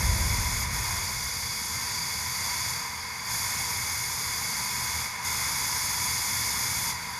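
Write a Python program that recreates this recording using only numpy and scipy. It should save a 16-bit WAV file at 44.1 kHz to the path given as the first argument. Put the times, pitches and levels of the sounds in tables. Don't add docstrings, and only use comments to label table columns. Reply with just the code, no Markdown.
import sys
import numpy as np
from scipy import signal
from scipy.fft import rfft, irfft, next_fast_len
from scipy.io import wavfile
from scipy.ndimage import uniform_filter1d

SR = 44100
rng = np.random.default_rng(int(sys.argv[2]) if len(sys.argv) > 2 else 0)


def master_out(mix):
    frames = np.transpose(np.atleast_2d(mix))
    ceiling = np.clip(frames, -1, 1)
    pcm = np.round(ceiling * 32767).astype(np.int16)
    wavfile.write(sys.argv[1], SR, pcm)


def undo_db(level):
    steps = np.asarray(level, float) / 20
    return 10 ** steps


N = 317324
LEAD = SR // 2
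SPAN = next_fast_len(N + SR, real=True)
TIME = (np.arange(SPAN) - LEAD) / SR
HZ = np.fft.rfftfreq(SPAN, 1 / SR) + 1

# (time [s], pressure level [dB], pinch of the slit [0-1])
GAS_PRESSURE = [(0, .5, .2), (.6, .5, 0.23), (1.0, -0.4, 0.5), (1.2, -1.5, 0.5), (1.7, -1, .5),
                (1.95, -0.5, 1), (2.2, -1, 0.8), (2.4, 0, 0.7), (2.52, 0.5, 1), (2.7, 0, 0.56),
                (3.35, 1.5, 0.44), (3.65, 0.7, .2), (3.85, 0, 0), (4.4, 0, 0.25), (5.1, 0.5, 0.2),
                (5.25, 1.5, 0.2), (6.2, 2.2, 0.2), (7.2, 2, 0.15)]


def jet(echo):
    time_s, pressure_points, pinch_points = np.transpose(GAS_PRESSURE)
    pressure_db = np.interp(TIME, time_s, pressure_points)
    pinch = np.interp(TIME, time_s, pinch_points)
    lost_db = choke()
    hiss_db = -34.5 + pressure_db - lost_db
    can_colour, hiss_colour, spray_colour = jet_colours()
    wobble = 0.27 * walk(9) + 0.5 * walk(45)
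    sound = can_tones(can_colour, pressure_db, lost_db, echo)
    sound += hiss(hiss_colour, hiss_db, wobble, echo)
    sound += whistle(pressure_db, lost_db, pinch, wobble, echo)
    sound += spray(spray_colour, pressure_db, lost_db, pinch, wobble, echo)
    return sound + rumble(hiss_db, echo)


def hiss(colour, level_db, wobble, echo):
    flutter_db = 0.25 * wobble + 0.069 * walk(70)
    return heard(colour, undo_db(level_db + flutter_db), echo)


def can_tones(colour, pressure_db, lost_db, echo):
    burst_over = ramp(0.95, 0.12)
    boiled_off = ramp(1.63, 0.23)
    level_db = -36 + 0.79 * pressure_db - 0.29 * lost_db
    level_db += 1.3 * (1 - burst_over)
    level_db -= 1.5 * (burst_over - boiled_off)
    flutter_db = 0.09 * walk(33) + 0.48 * walk(3.13)
    return heard(colour, undo_db(level_db + flutter_db), echo)


def spray(colour, pressure_db, lost_db, pinch, wobble, echo):
    level_db = -37.5 + 1.37 * pressure_db - 1.26 * lost_db - 2 * pinch
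    flutter_db = 0.3 * wobble + 0.5 * walk(60) + 0.2 * walk(6)
    return heard(colour, undo_db(level_db + flutter_db), echo)


# (frequency [Hz], width [Hz], level [dB])
SLIT_WHISTLE = [(4705, 253, 0)]


def whistle(pressure_db, lost_db, pinch, wobble, echo):
    level_db = -41.5 + 0.56 * pressure_db - 0.54 * lost_db + 4.5 * pinch
    flutter_db = 0.42 * wobble + 0.64 * walk(6)
    colour = np.sqrt(rings(SLIT_WHISTLE, steep=1.46))
    return heard(colour, undo_db(level_db + flutter_db), echo)


# (start time [s], closing time [s], clearing start time [s], clearing time [s], loss level [dB])
DROPLET_CHOKES = [
    (.63, .065, .695, 0.05, 6),
    (2.70, 0.4, 3.235, .085, 8.5),
    (5.025, 0.19, 5.225, 0.033, 9.5),
    (6.905, 0.064, 7.5, .05, 9.5),
]


def choke():
    lost_db = np.zeros(SPAN)
    for start, closing, clears, clearing, depth_db in DROPLET_CHOKES:
        closed = 1 - (1 - ramp(start, closing)) ** 1.9
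        lost_db += depth_db * (closed - ramp(clears, clearing))
    return lost_db


# (frequency [Hz], width [Hz], level [dB])
CAN_RINGS = [(950, 104, -2.5), (1006, 172, -1), (1590, 260, -37), (2115, 146, 0), (2177, 63, 2.5),
             (2242, 83, -2.5), (2452, 137, -8.5), (3460, 163, -5), (5130, 330, -4), (5866, 250, -7.5),
             (6527, 360, -3), (6925, 410, -6.5), (7650, 210, -14.5), (9014, 430, -8.5), (10235, 320, -5),
             (11300, 350, -14.5), (12410, 550, -9), (14420, 470, -23.5)]
# (frequency [Hz], level [dB per Hz])
TURBULENCE = [(600, -38), (800, -10.5), (1300, -8), (1900, -6), (2750, -19.5), (3180, -31), (3900, -16),
              (5500, -13.5), (7400, -25), (8100, -22.5), (9600, -19), (11800, -18), (13700, -23.5),
              (15300, -56)]
# (frequency [Hz], frequency [Hz])
RANGE_SPLITS = (3500, 8800)


def jet_colours():
    colour = np.sqrt(rings(CAN_RINGS, steep=1.374) + shape(TURBULENCE) ** 2)
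    low, high = [1 / (1 + (HZ / split_hz) ** 5.1) for split_hz in RANGE_SPLITS]
    return colour * np.sqrt(low), colour * np.sqrt(high - low), colour * np.sqrt(1 - high)


# (frequency [Hz], level [dB per Hz])
FLOW_RUMBLE = [(15, -50), (25, -13), (43, -14), (80, -3.5), (244, -11), (281, -19), (462, -19.5),
               (632, -24), (750, -31), (980, -45), (1650, -120)]
# (frequency [Hz], width [Hz], level [dB])
ROOM_RINGS = [(83.4, 9.7, 3), (125, 8.1, 2)]


def rumble(hiss_db, echo):
    level_db = -42 + 0.85 * (hiss_db - hiss_db.max())
    colour = np.sqrt(shape(FLOW_RUMBLE) ** 2 + rings(ROOM_RINGS, steep=1.0))
    return heard(colour, undo_db(level_db), echo)


# (frequency [Hz], level [dB per Hz])
BURST_BOOM = [(8.8, -42), (15, -15), (38, -5.5), (81, 0.5), (165, -10.5), (280, -26.5), (461, -27.5),
              (700, -26.5), (910, -57), (1540, -120)]


def boom(echo):
    level_db = -29 - 14.5 * np.maximum(TIME - 0.22, 0)
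    fade = np.clip(2.1 - TIME, 0, 1)
    deep_db = -22.5 - 30 * np.maximum(TIME, 0)
    deep_colour = np.sqrt(rings([(48, 14, 0), (70, 14, -4)], steep=1.5))
    deep = heard(deep_colour, undo_db(deep_db), echo)
    return deep + heard(shape(BURST_BOOM), undo_db(level_db) * fade, echo)


# (frequency [Hz], width [Hz], level [dB])
EQUIPMENT_HUM = [(167.6, 12, 2), (216, 44, -9), (255.4, 16, -7.5), (460, 32, -4.5), (603, 8.4, -8.5)]


def hum(echo):
    return heard(np.sqrt(rings(EQUIPMENT_HUM, steep=1.53)), undo_db(-55), echo)


def room(t60, wet_db, dull_hz):
    t = np.arange(LEAD) / SR
    decay = np.exp(-np.log(1000) * t / t60)
    echoes = rng.standard_normal(len(t)) * decay * (t > 0.002)
    echoes *= undo_db(wet_db) / np.sqrt(np.sum(echoes ** 2))
    wet = rfft(echoes, SPAN) / (1 + 1j * HZ / dull_hz)
    return (1 + wet) / np.sqrt(1 + undo_db(wet_db) ** 2 / (1 + (HZ / dull_hz) ** 2))


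# (frequency [Hz], level [dB])
PORT_WIDTH = [(30, -61), (120, -19), (300, -13.5), (700, -3), (1100, -10), (1700, -18), (2200, -23),
              (2800, -27), (3450, -16), (4200, -34), (5400, -29.5), (6000, -17.5), (6900, -18), (8000, -20),
              (15000, -53)]


def heard(colour, gain, echo):
    noise = rng.standard_normal((2, SPAN)) * gain
    source = rfft(noise) * colour / np.sqrt(np.mean(colour ** 2))
    ports = np.array([np.ones(len(HZ)), shape(PORT_WIDTH)])
    return irfft(source * echo * ports, SPAN)[:, LEAD:LEAD + N]


def rings(table, steep):
    power = np.zeros(len(HZ))
    for hz, width, db in table:
        power += undo_db(db) ** 2 / (1 + (2 * (HZ - hz) / width) ** 2) ** steep
    return power


def shape(table):
    hz, db = np.transpose(table)
    return undo_db(np.interp(np.log(HZ), np.log(hz), db))


def walk(rate):
    hold = int(SR / rate)
    steps = np.repeat(rng.standard_normal(SPAN // hold + 1), hold)
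    smooth = uniform_filter1d(uniform_filter1d(steps, hold), hold)[:SPAN]
    return smooth / smooth.std()


def ramp(start_s, length_s):
    return np.clip((TIME - start_s) / length_s, 0, 1)


def scene():
    sum_room = room(t60=0.8, wet_db=-8, dull_hz=3500)
    difference_room = room(t60=0.65, wet_db=20, dull_hz=15000)
    echo = np.array([sum_room, difference_room])
    mid, side = jet(echo) + boom(echo) + hum(echo)
    return np.array([mid + side, mid - side])


def band_limit(x):
    return signal.sosfilt(signal.butter(12, 15140, fs=SR, output="sos"), x)


def record(dry):
    top_cut = signal.ellip(6, 0.2, 60, 14930, fs=SR, output="sos")
    bass_cut = signal.butter(4, 33, "high", fs=SR, output="sos")
    mix = signal.sosfilt(bass_cut, signal.sosfilt(top_cut, dry))
    return band_limit(mix)


dry = scene()
out = record(dry)
master_out(out)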